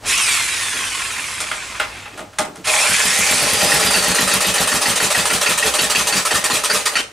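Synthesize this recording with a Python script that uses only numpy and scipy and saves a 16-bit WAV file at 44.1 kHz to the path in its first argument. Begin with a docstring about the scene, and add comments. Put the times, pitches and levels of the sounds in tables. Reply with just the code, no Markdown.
"""Starting a small engine with an electric drill

A drill is blipped and coasts down while its socket is fumbled onto the shaft of a small single-cylinder engine.
The drill spins the engine up and is pulled off; the engine beats on, mostly slower and slower, and stops.
Each engine cycle has a valve clack, a knock and an exhaust puff. A brick yard answers.
Tones are sums of sines; rattles and hisses are dense random impacts given the colour of the part they strike.
"""
import sys
import numpy as np
from scipy import signal
from scipy.fft import rfft, irfft, next_fast_len
from scipy.io import wavfile
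from scipy.ndimage import uniform_filter1d, map_coordinates

SR = 44100
rng = np.random.default_rng(int(sys.argv[2]) if len(sys.argv) > 2 else 0)


def int16_out(signal):
    """Quantize to a 16-bit WAV file."""
    q = np.round(np.clip(np.atleast_2d(signal).T, -1, 1) * 32767)
    wavfile.write(sys.argv[1], SR, q.astype(np.int16))


N = 313992  # length in samples

# colour of the drill's gear chatter: pitch_hz, relative level_db (per Hz)
GEAR_TONE = [(150, -51), (250, -17), (305, -22), (353, -31), (437, -16), (609, -35), (669, -12.5),
             (764, -13.5), (1020, -4), (1180, -4), (2400, 2), (3050, -3.5), (6000, -18), (7800, -33),
             (13200, -120)]
# colour of the drill's brush hiss: pitch_hz, relative level_db (per Hz)
BRUSH_TONE = [(1500, -19), (3500, -2), (5000, -1.5), (7000, 0), (9700, 0.5), (11000, -8.5), (13000, -17.5),
              (15800, -30)]
# resonances of the engine's metal: centre_hz, width_hz, boost_db over the rest
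METAL_RESONANCES = [(429, 48, 6.5), (601, 77, 3.5), (828, 83, 2.5), (993, 45, 6), (1350, 127, 4),
                    (2050, 51, 1.5), (2528, 59, 4.5), (3970, 49, 3), (4620, 140, 4.5), (6040, 110, 4),
                    (9680, 730, 2.5)]
# colour of the crankcase: pitch_hz, relative level_db (per Hz)
CRANKCASE_COLOUR = [(330, -11.5), (560, -1.5), (900, 0), (1300, -4), (2500, -42)]
# resonances of the crankcase: centre_hz, width_hz, boost_db over the rest
CRANKCASE_RESONANCES = [(621, 48, 13.5), (820, 67, 11.5)]
# colour of the valve noises: pitch_hz, relative level_db (per Hz)
VALVE_COLOUR = [(120, -53), (200, -19), (596, -4), (728, -14), (1110, -1), (1280, -2.5), (1560, -7.5),
                (1780, 2), (2060, -7), (2560, -2), (5110, -5.5), (8660, -3), (15500, -22.5)]
# colour of the piston's knock: pitch_hz, relative level_db (per Hz)
KNOCK_COLOUR = [(120, -43), (200, -2.5), (479, -4), (1190, -4), (1880, 1.5), (2170, -2), (3070, 0.5),
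                (3360, -5), (4410, -5), (7620, -7), (8980, -6.5), (14400, -27), (15500, -46)]
# how fast the engine turns: time_s, speed (four-stroke cycles a second)
ENGINE_CYCLES = [(2.65, 0.0), (2.8, 4.945), (3.15, 7.65), (3.55, 9.859), (4.2, 7.805), (5.1, 6.765),
                 (5.5, 6.026), (5.85, 6.307), (6.05, 5.631), (6.75, 4.828), (6.98, 2.236), (7.0, 0.0)]

TEETH = 6  # on the drill's pinion, so the gear mesh is six times the rotor speed
FIRST_STROKE_S, SOCKET_OFF_S = 2.85, 3.6  # compression builds; the drill lets go
SLOW_RATE = 5.92  # cycles a second of a slow beat
CLACK_PLACE, EXHAUST_PLACE = .394, .86  # where in the cycle these happen, 0-1


def amp(db):
    """Turn decibels into gain."""
    return 10 ** (np.asarray(db) / 20)


def unit(x):
    """Scale to an average (rms) strength of 1."""
    return x / np.sqrt(np.mean(x ** 2) + 1e-20)


def along(points, hz):
    """Read a curve of (Hz, value) points on a log pitch axis."""
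    point_hz, values = np.transpose(points)
    return np.interp(np.log(hz + 1), np.log(point_hz + 1), values)


def curves(rows):
    """Turn each column after the time into one value per sample."""
    times, *columns = np.transpose(rows)
    return [np.interp(np.arange(N) / SR, times, column) for column in columns]


def wobble(rate):
    """Draw a smooth random curve through rate random points a second."""
    knots = rng.standard_normal(int(N * rate / SR) + 4)
    return map_coordinates(knots, [np.arange(N) * rate / SR])


def filtered(x, response):
    """Change the gain of every pitch in x by a response, a function of Hz."""
    length = x.shape[-1]
    padded = next_fast_len(length + 8192)
    spectrum = rfft(x, padded) * response(np.fft.rfftfreq(padded, 1 / SR))
    return irfft(spectrum, padded)[..., :length]


def shape(points, resonances, hz):
    """Gain of a broad spectrum with resonances on top."""
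    peaks_db = sum(db / (1 + (2 * (hz - centre) / width) ** 2) for centre, width, db in resonances)
    return amp(along(points, hz) + peaks_db)


def causal(points, resonances, size=16384):
    """Impulse response of energy 1 with the given spectrum, sounding only after its start."""
    cepstrum = irfft(np.log(shape(points, resonances, np.fft.rfftfreq(size, 1 / SR))))
    # folding the second half onto the first gives minimum phase
    cepstrum[1:size // 2] *= 2
    cepstrum[size // 2 + 1:] = 0
    response = irfft(np.exp(rfft(cepstrum)))
    return response / np.linalg.norm(response)


def rattle(tone, rate, resonances=(), patchy_db=0):
    """Dense tiny impacts, rate a second, in a body whose modes they strike with ever new strengths; rms 1."""
    impacts = rng.standard_normal(N) * (rng.random(N) < rate / SR)
    z = signal.stft(impacts, nperseg=512)[2]
    # smooth over neighbouring pitches, then over time
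    patches = uniform_filter1d(rng.standard_normal(z.shape), size=3, axis=0)
    patches = uniform_filter1d(patches, size=6, axis=1)
    impacts = signal.istft(z * amp(patchy_db * unit(patches)), nperseg=512)[1][:N]
    return unit(filtered(impacts, lambda hz: shape(tone, resonances, hz)))


def bursts(times, levels, attack, hold, t60):
    """Envelope of blows that rise, chatter on for a while and die 60 dB in t60; all in seconds."""
    t, out = np.arange(SR // 2) / SR, np.zeros(N + SR)
    blow = (1 - np.exp(-t / attack)) * amp(-60 * np.maximum(t - hold, 0) / t60)
    for s, db in zip(times, levels):
        out[round(s * SR):][:len(t)] += amp(db) * blow
    return out[:N]


def ring(times, levels, modes, scatter_db):
    """Every blow rings the modes, fading sines, at slightly new strengths."""
    t, out = np.arange(SR // 3) / SR, np.zeros(N + SR)
    hz, mode_db, t60 = np.transpose(modes)[:, :, None]
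    onset = 1 - np.exp(-t / 0.00068)
    for s, db in zip(times, levels):
        strength, phase = rng.standard_normal((2, len(modes), 1))
        level_db = db + mode_db + scatter_db * strength - 60 * t / t60
        partials = amp(level_db) * np.sin(2 * np.pi * (hz * t + phase))
        out[round(s * SR):][:len(t)] += partials.sum(0) * onset
    return out[:N]


def running(start, stop, rise, fall):
    """1 between start and stop, after a straight rise and before a slow fade; all in seconds."""
    t = np.arange(N) / SR
    return np.clip((t - start) / rise, 0, 1) * np.exp(-np.maximum(t - stop, 0) / fall)


def drill():
    """One free blip, then the real attempt."""
    return blip() + cranking()


def blip():
    """The trigger snaps and the drill runs free for a moment; whine, gears and brushes all fade as it slows."""
    # gear mesh while the trigger is held: time_s, pitch_hz
    driven = [(.05, 500), (.1, 1766), (.14, 2560), (.18, 2890)]
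    speed, rotor_hz, turn = rotor(driven, sag_hz=600.3)
    trigger = running(0.048, 0.34, rise=0.036, fall=0.25)
    effort = running(0.038, 2.07, rise=0.022, fall=0.12) * np.maximum(speed, trigger)
    gears = amp(-20.5) * effort ** 0.78
    brushes = amp(-18.0) * effort ** 1.38
    noise = drill_noise(gears, brushes, turn, throb=0.084)
    tones = whine(turn, amp(-22.0) * effort * speed ** 1.3, amp(-28.5) * effort, backlash=.45)
    snap = bursts([.046], [-30], attack=.0005, hold=.004, t60=.05) * rattle(GEAR_TONE, 6000)
    buzz = amp(-8.5) * brushes * commutator(turn, rotor_hz)
    return noise + tones + snap + buzz


def cranking():
    """The drill strains as it breaks the engine loose; loaded teeth mesh roughly, freed ones sing an octave up."""
    # gear mesh while the drill turns the engine: time_s, pitch_hz
    driven = [(2.64, 120), (2.73, 810), (2.77, 1110), (2.85, 1372), (2.95, 1663), (3.03, 1720),
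              (3.12, 1850), (3.2, 2033), (3.3, 2347), (3.4, 2135), (3.45, 2284), (3.56, 2390), (3.74, 2570)]
    speed, _, turn = rotor(driven, sag_hz=30.2)
    load = running(2.638, 3.3, rise=0.056, fall=0.6)
    strain = running(2.638, 2.72, rise=0.035, fall=0.086)
    gears = amp(-22) * load + amp(-25.5) * strain
    noise = drill_noise(gears, amp(-17.0) * load, turn, throb=0.15)
    tooth_gain = amp(-21.0) * speed ** .7 * running(2.66, 3.26, rise=0.051, fall=0.12)
    freed_gain = amp(-17.0) * speed ** 4 * running(2.6, 4.36, rise=0.75, fall=0.068)
    early_gain = amp(-21.5) * running(2.7, 2.794, rise=.07, fall=.1)
    return noise + whine(turn, tooth_gain, freed_gain + early_gain, backlash=.35 + .55 * load)


def rotor(driven, sag_hz):
    """The rotor follows the trigger, then sags and coasts down: speed (1 is full), turns a second, angle."""
    full_hz, friction_hz_per_s = 3100, 1068  # mesh at full speed; steady loss when coasting
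    sag_s = .1  # time of the first quick sag
    coasting = np.maximum(np.arange(N) / SR - driven[-1][0], 0)
    sag = sag_hz * (1 - np.exp(-coasting / sag_s))
    mesh_hz = np.maximum(curves(driven)[0] - friction_hz_per_s * coasting - sag, 0)
    rotor_hz = mesh_hz / TEETH * (1 + 0.00243 * wobble(70) + 0.00408 * wobble(500))
    return mesh_hz / full_hz, rotor_hz, 2 * np.pi * np.cumsum(rotor_hz) / SR


def whine(turn, tooth_gain, overtone_gain, backlash):
    """Teeth whine with sidebands from uneven turning; the gearbox rings as a tone glides through a resonance."""
    # tones around the tooth rate, the sixth: multiple of the rotor speed, relative level_db
    orders = [(4, -14.5), (5, -9), (6, 1), (7, -5.5), (8, -16)]
    # how well the drill's gearbox radiates: pitch_hz, relative level_db
    housing = [(2000, 0.5), (2900, 2.5), (3600, 5), (5100, 0.5), (6600, -6)]
    resonances = [(2340, 200, 4.7), (4160, 300, 2.8)]  # centre_hz, width_hz, boost_db
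    teeth = 0
    for order, db in orders:
        teeth = teeth + amp(db + 1.5 * wobble(70)) * np.sin(round(order) * turn + backlash * wobble(420))
    overtones = 0
    for k, db in enumerate([0, -7, -17], 2):
        angle = k * TEETH * turn + 0.29 * (k - 1) * wobble(200)
        overtones = overtones + amp(db + 3.24 * wobble(70)) * np.sin(angle)
    tones = tooth_gain * teeth + overtone_gain * overtones
    return filtered(tones, lambda hz: shape(housing, resonances, hz))


def drill_noise(gears, brushes, turn, throb):
    """Gear chatter and brush hiss at the given gains, both pulsing with the rotor."""
    gear_modes = [(1057, 62, 6.2), (2550, 190, 4.0), (3360, 190, 2.6)]  # centre_hz, width_hz, boost_db
    brush_modes = [(5400, 160, 1.3), (10000, 360, 2.8)]
    chatter = gears * amp(2.15 * wobble(90)) * rattle(GEAR_TONE, 6000, gear_modes, patchy_db=2.5)
    hiss = brushes * amp(0.9 * wobble(120)) * rattle(BRUSH_TONE, 14000, brush_modes, patchy_db=3.0)
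    return (chatter + hiss) * (1 + throb * np.sin(turn))


def commutator(turn, rotor_hz, count=72):
    """The brushes meet the same uneven segments on every turn: a comb of fine gliding lines."""
    strength, phase = rng.standard_normal((2, count, 1))
    angle = np.linspace(0, 2 * np.pi, 4096)
    orders = np.arange(1, count + 1)[:, None]
    profile = (strength * (orders > 8) * np.sin(orders * angle + 2 * np.pi * phase)).sum(0)
    buzz = np.interp(turn % (2 * np.pi), angle, profile)
    buzz = buzz * (rotor_hz < 400)  # at full speed the lines blur into the hiss
    return unit(filtered(buzz, lambda hz: amp(along(BRUSH_TONE, hz))))


def strokes(place, slow_db, faster_db, driven_db):
    """Times, levels and engine speeds at which the cycle passes a place; speed and the drill shift the level."""
    rate = curves(ENGINE_CYCLES)[0]
    cycles = np.cumsum(rate) / SR
    at = np.searchsorted(cycles, np.arange(place, cycles[-1], 1))
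    at = at[at > FIRST_STROKE_S * SR]
    times, rates = at / SR, rate[at]
    speed_db = faster_db * np.maximum(rates - SLOW_RATE, 0)
    return times, slow_db + speed_db + driven_db * (times < SOCKET_OFF_S), rates


def clatter():
    """Each cycle: a valve clacks, the piston knocks, the exhaust valve lifts and rattles."""
    clacks, clack_rings = valve_clack()
    knocks, knock_rings = piston_knock()
    blows = clacks + knocks + exhaust_valve() + rebound()
    return clack_rings + knock_rings + blows * amp(.4 * wobble(200))


def valve_clack():
    """A valve clacks once a cycle: a burst of rattling metal, and separately the ringing valve gear."""
    # clack strength: relative slow_db, db per cycle a second faster, db added while the drill drives
    strength = (-10, -1, -7)
    # ringing valve gear: pitch_hz, relative level_db, t60_s
    modes = [(583, -9.5, 0.093), (990, -5.5, 0.05), (1266, 1.5, 0.059), (2480, -12, .08), (5850, -20, 0.11),
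             (9000, -2, 0.12), (9180, -1, .1)]
    times, db, _ = strokes(CLACK_PLACE, *strength)
    envelope = bursts(times - .001, db - 4.0, attack=0.0013, hold=0.023, t60=.13)
    clacks = envelope * rattle(VALVE_COLOUR, 20000, METAL_RESONANCES, patchy_db=3.0)
    return clacks, ring(times, db - 7.5, modes, scatter_db=3.5)


def piston_knock():
    """The piston knocks once a cycle: a burst of rattling metal, and separately the ringing cylinder."""
    # knock strength: relative slow_db, db per cycle a second faster, db added while the drill drives
    strength = (-9, -1.1, -10.5)
    # ringing cylinder: pitch_hz, relative level_db, t60_s
    modes = [(430, -19, 0.069), (1406, -7, 0.06), (1766, -3.5, 0.038), (1890, 4, 0.042), (2600, -9, 0.13),
             (2714, -7, 0.14), (4500, -4, 0.091)]
    times, db, _ = strokes(.697, *strength)  # place in the cycle, 0-1
    envelope = bursts(times - .001, db - 5.0, attack=0.0022, hold=0.011, t60=0.26)
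    knocks = envelope * rattle(KNOCK_COLOUR, 10000, METAL_RESONANCES, patchy_db=4.5)
    return knocks, ring(times, db - 4.5, modes, scatter_db=3.5)


def exhaust_valve():
    """The exhaust valve lifts with a bright tick and then rattles."""
    # rattle strength: slow_db, db per cycle a second faster, db added while the drill drives
    rattle_strength = (-14, -1.4, -8.5)
    # tick strength: the same columns
    tick_strength = (-23.5, 1.3, 0)
    times, db, _ = strokes(EXHAUST_PLACE, *rattle_strength)
    envelope = bursts(times + 0.0048, db, attack=0.0039, hold=0.024, t60=0.23)
    valve = envelope * rattle(VALVE_COLOUR, 20000, METAL_RESONANCES, patchy_db=3.0)
    times, db, _ = strokes(EXHAUST_PLACE, *tick_strength)
    sizzle = rattle([(5000, -23), (9500, 1), (11500, 1), (15500, -18)], 8300, patchy_db=3)
    tick = bursts(times - .002, db, attack=.002, hold=0.011, t60=0.065) * sizzle
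    return valve + tick


def rebound():
    """At the end the piston fails to pass the top and rocks back: one last knock."""
    envelope = bursts([6.988], [-18], attack=0.0041, hold=0.015, t60=0.077)
    return envelope * rattle(KNOCK_COLOUR, 6000, METAL_RESONANCES)


def exhaust(bounce=.021, turbulence=0.03):
    """Each stroke lets out a few quick surges of gas, bounce seconds apart, that boom in the silencer."""
    # puff strength: relative slow_db, db per cycle a second faster, db added while the drill drives
    strength = (-20, 1, -2.7)
    # colour of the puff: pitch_hz, relative level_db (per Hz)
    puff_colour = [(20, -22), (45, -15), (65, -4), (100, -6.5), (140, -4), (190, -3), (245, -4.5),
                   (320, -5), (420, -5.5), (700, -5.5), (1500, -68)]
    # silencer resonances: centre_hz, width_hz, boost_db over the rest
    silencer = [(60.3, 25, 7.5), (108.3, 27, 6), (184.7, 54, 9), (246, 17, 8), (421.6, 10, 9.5)]
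    times, db, rates = strokes(EXHAUST_PLACE, *strength)
    db = db + np.interp(rates, [4.8, 5.4], [-7, 0])  # near the stall the charge leaks away
    surges = np.zeros(N + SR)
    for s, level, rate in zip(times, db, rates):
        vigour = np.interp(rate, [5.3, 7], [.45, 1])  # a slow stroke hardly surges again
        for k, size in enumerate([1, .9, .45]):
            start_s = s + .003 + k * bounce + rng.normal(0, .0006)
            gain = amp(level + 20.5 + rng.normal(0, 0.78))
            surges[round(start_s * SR)] -= gain * size * vigour ** k
    envelope = bursts(times, db + 20.5, attack=0.002, hold=0.036, t60=0.24)
    gas = envelope * turbulence * rng.standard_normal(N)
    return signal.fftconvolve(surges[:N] + gas, causal(puff_colour, silencer))[:N]


def churn():
    """Running gear rubs and whirls, louder with speed, easing briefly once a cycle; the crankcase drones along."""
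    # colour of crankcase and tank: pitch_hz, relative level_db (per Hz)
    case_colour = [(150, -54), (250, -7), (372, -10), (603, 2.5), (717, -6), (795, 5.5), (882, -5),
                   (1270, -2.5), (1590, -1.5), (1890, 1), (2090, -2), (2570, -2), (7510, -7.5),
                   (9070, -4.5), (15500, -23)]
    rate = curves(ENGINE_CYCLES)[0]
    rub = running(2.65, 6.94, rise=.05, fall=.035) * amp(-26)
    whirl = running(3.02, 9.1, rise=0.65, fall=.035) * amp(-31.5) * (rate / SLOW_RATE) ** 3.26
    before_clack = np.cos(np.pi * (np.cumsum(rate) / SR - CLACK_PLACE + 0.068)) ** 2
    eased_db = -3.5 * before_clack ** 3
    body = rattle(case_colour, 7000, METAL_RESONANCES, patchy_db=2)
    drone = amp(-14) * rattle(CRANKCASE_COLOUR, 5000, CRANKCASE_RESONANCES)
    return (rub + whirl) * amp(eased_db + 1.6 * wobble(70)) * (body + drone)


def socket():
    """The loose socket chatters on the shaft, which rings and passes the blows into the crankcase."""
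    # socket against the shaft end: time_s, then relative levels blow_db, scrape_db (bright), crankcase_db
    blows = [(1.403, -17, -19, -30.5), (1.513, -10, -35, -31), (1.7978, -5, -24, -25),
             (2.0574, -24, -47, -39), (2.175, -22.5, -35, -32), (2.19, -28, -40, -26),
             (2.3295, -33, -49, -52), (2.3847, -7.5, -15.5, -17), (2.4464, -31, -37, -23),
             (2.555, -29.5, -36, -46)]
    # ringing shaft: pitch_hz, relative level_db, t60_s
    shaft = [(620, -9, 0.16), (1226, -5, 0.16), (1343, -6, 0.17), (1420, -2, 0.13), (1650, -6, 0.073),
             (2036, -13, 0.19), (2130, -10, 0.14), (2595, -30, 0.15), (3350, -14, 0.13)]
    # dull bumps of handling: time_s, level_db
    bumps = [(.74, -35.5), (.795, -47), (2.13, -40), (2.2, -39), (2.392, -29), (2.47, -38), (2.575, -37)]
    # colours of clunk and thud: pitch_hz, relative level_db (per Hz)
    clunk_colour = [(300, -17), (700, -16.0), (1500, 1), (3300, -3.0), (6000, -30)]
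    thud_colour = [(80, -26), (160, 0.5), (340, 3.0), (600, -6), (1500, -33)]
    times, blow_db, scrape_db, case_db = np.transpose(blows)
    metal = ring(times, blow_db - 9, shaft, scatter_db=-0.5)
    clunk = bursts(times, blow_db - 11.5, attack=0.0006, hold=0.0025, t60=0.21)
    clunk = clunk * rattle(clunk_colour, 5000, METAL_RESONANCES)
    passed_db = np.minimum(case_db, blow_db - 4)  # the crankcase stays below the blow itself
    case = bursts(times, passed_db + 0.5, attack=0.0029, hold=0.0057, t60=0.26)
    case = case * rattle(CRANKCASE_COLOUR, 5000, CRANKCASE_RESONANCES)
    scrape = bursts(times, scrape_db - 0.5, attack=0.00032, hold=0.0047, t60=0.14)
    scrape = scrape * rattle(BRUSH_TONE, 4000, patchy_db=-2.5)
    thuds = bursts(*np.transpose(bumps), attack=0.0035, hold=0.026, t60=0.32) * rattle(thud_colour, 5000)
    # straining against the first compression
    groan = bursts([2.66], [-25], attack=0.0022, hold=0.193, t60=0.14)
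    groan = groan * rattle(CRANKCASE_COLOUR, 5000, CRANKCASE_RESONANCES)
    return metal + clunk + case + scrape + thuds + groan


def yard(x):
    """Wall and fence answer with a short tail of fading noise, different in each ear."""
    # how long the yard rings: pitch_hz, t60_s
    decay = [(100, 0.09), (600, 0.32), (2500, 0.26), (8000, 0.24), (15000, 0.15)]
    # colour of the answer: pitch_hz, relative level_db
    colour = [(40, -14), (150, -7), (500, 1), (4000, 0), (8500, 0), (12000, -16)]
    hz, t, z = signal.stft(rng.standard_normal((2, SR // 2)), SR, nperseg=256)
    tail = signal.istft(z * amp(-60 * t / along(decay, hz)[:, None]), SR, nperseg=256)[1]
    tail = tail / np.linalg.norm(tail[0])
    delayed = np.pad(x, (round(.003 * SR), 0))  # 3 ms
    wet = signal.fftconvolve(delayed[None], tail, axes=1)[:, :N]
    return filtered(wet, lambda f: amp(along(colour, f)))


def air():
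    """Low outdoor rumble with a faint drone, nearly alike in both ears."""
    # colour of the background: pitch_hz, relative level_db (per Hz)
    colour = [(20, -19), (55, -3), (100, -7.5), (135, -11), (350, -10.5), (900, -11.5), (2500, -18.5),
              (8000, -22), (15800, -40)]
    # level of the background before its small wobble: time_s, level_db
    levels = [(0, -46.5), (.06, -27.5), (.13, -36.5), (.5, -38.5), (1.5, -40), (2, -38.5), (2.3, -44),
              (7.1, -45)]
    drone = [(102, 7.2, 11.0)]  # centre_hz, width_hz, boost_db
    both, left, right = (rattle(colour, SR, drone) for _ in range(3))
    return amp(curves(levels)[0] + 0.86 * wobble(14.0)) * (both + 0.1 * np.array([left, right]))


def scene():
    """The engine stands near the middle of the yard, the drill a little further to the right."""
    tool = drill()
    engine = socket() + churn() + clatter() + exhaust()
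    # left and right gains in dB
    direct = tool * amp([[-.7], [.7]]) + engine * amp([[-.25], [.25]])
    return amp(-1.91) * (direct + amp(-9.0) * yard(tool + engine)) + air()


def record(dry):
    """Round off the highest peaks smoothly and keep nothing above the top pitch."""
    top_hz = 15600
    rounded = dry / (1 + np.abs(dry / .75) ** 4) ** (1 / 4)
    return filtered(rounded, lambda hz: hz < top_hz)


dry = scene()
out = record(dry)
int16_out(out)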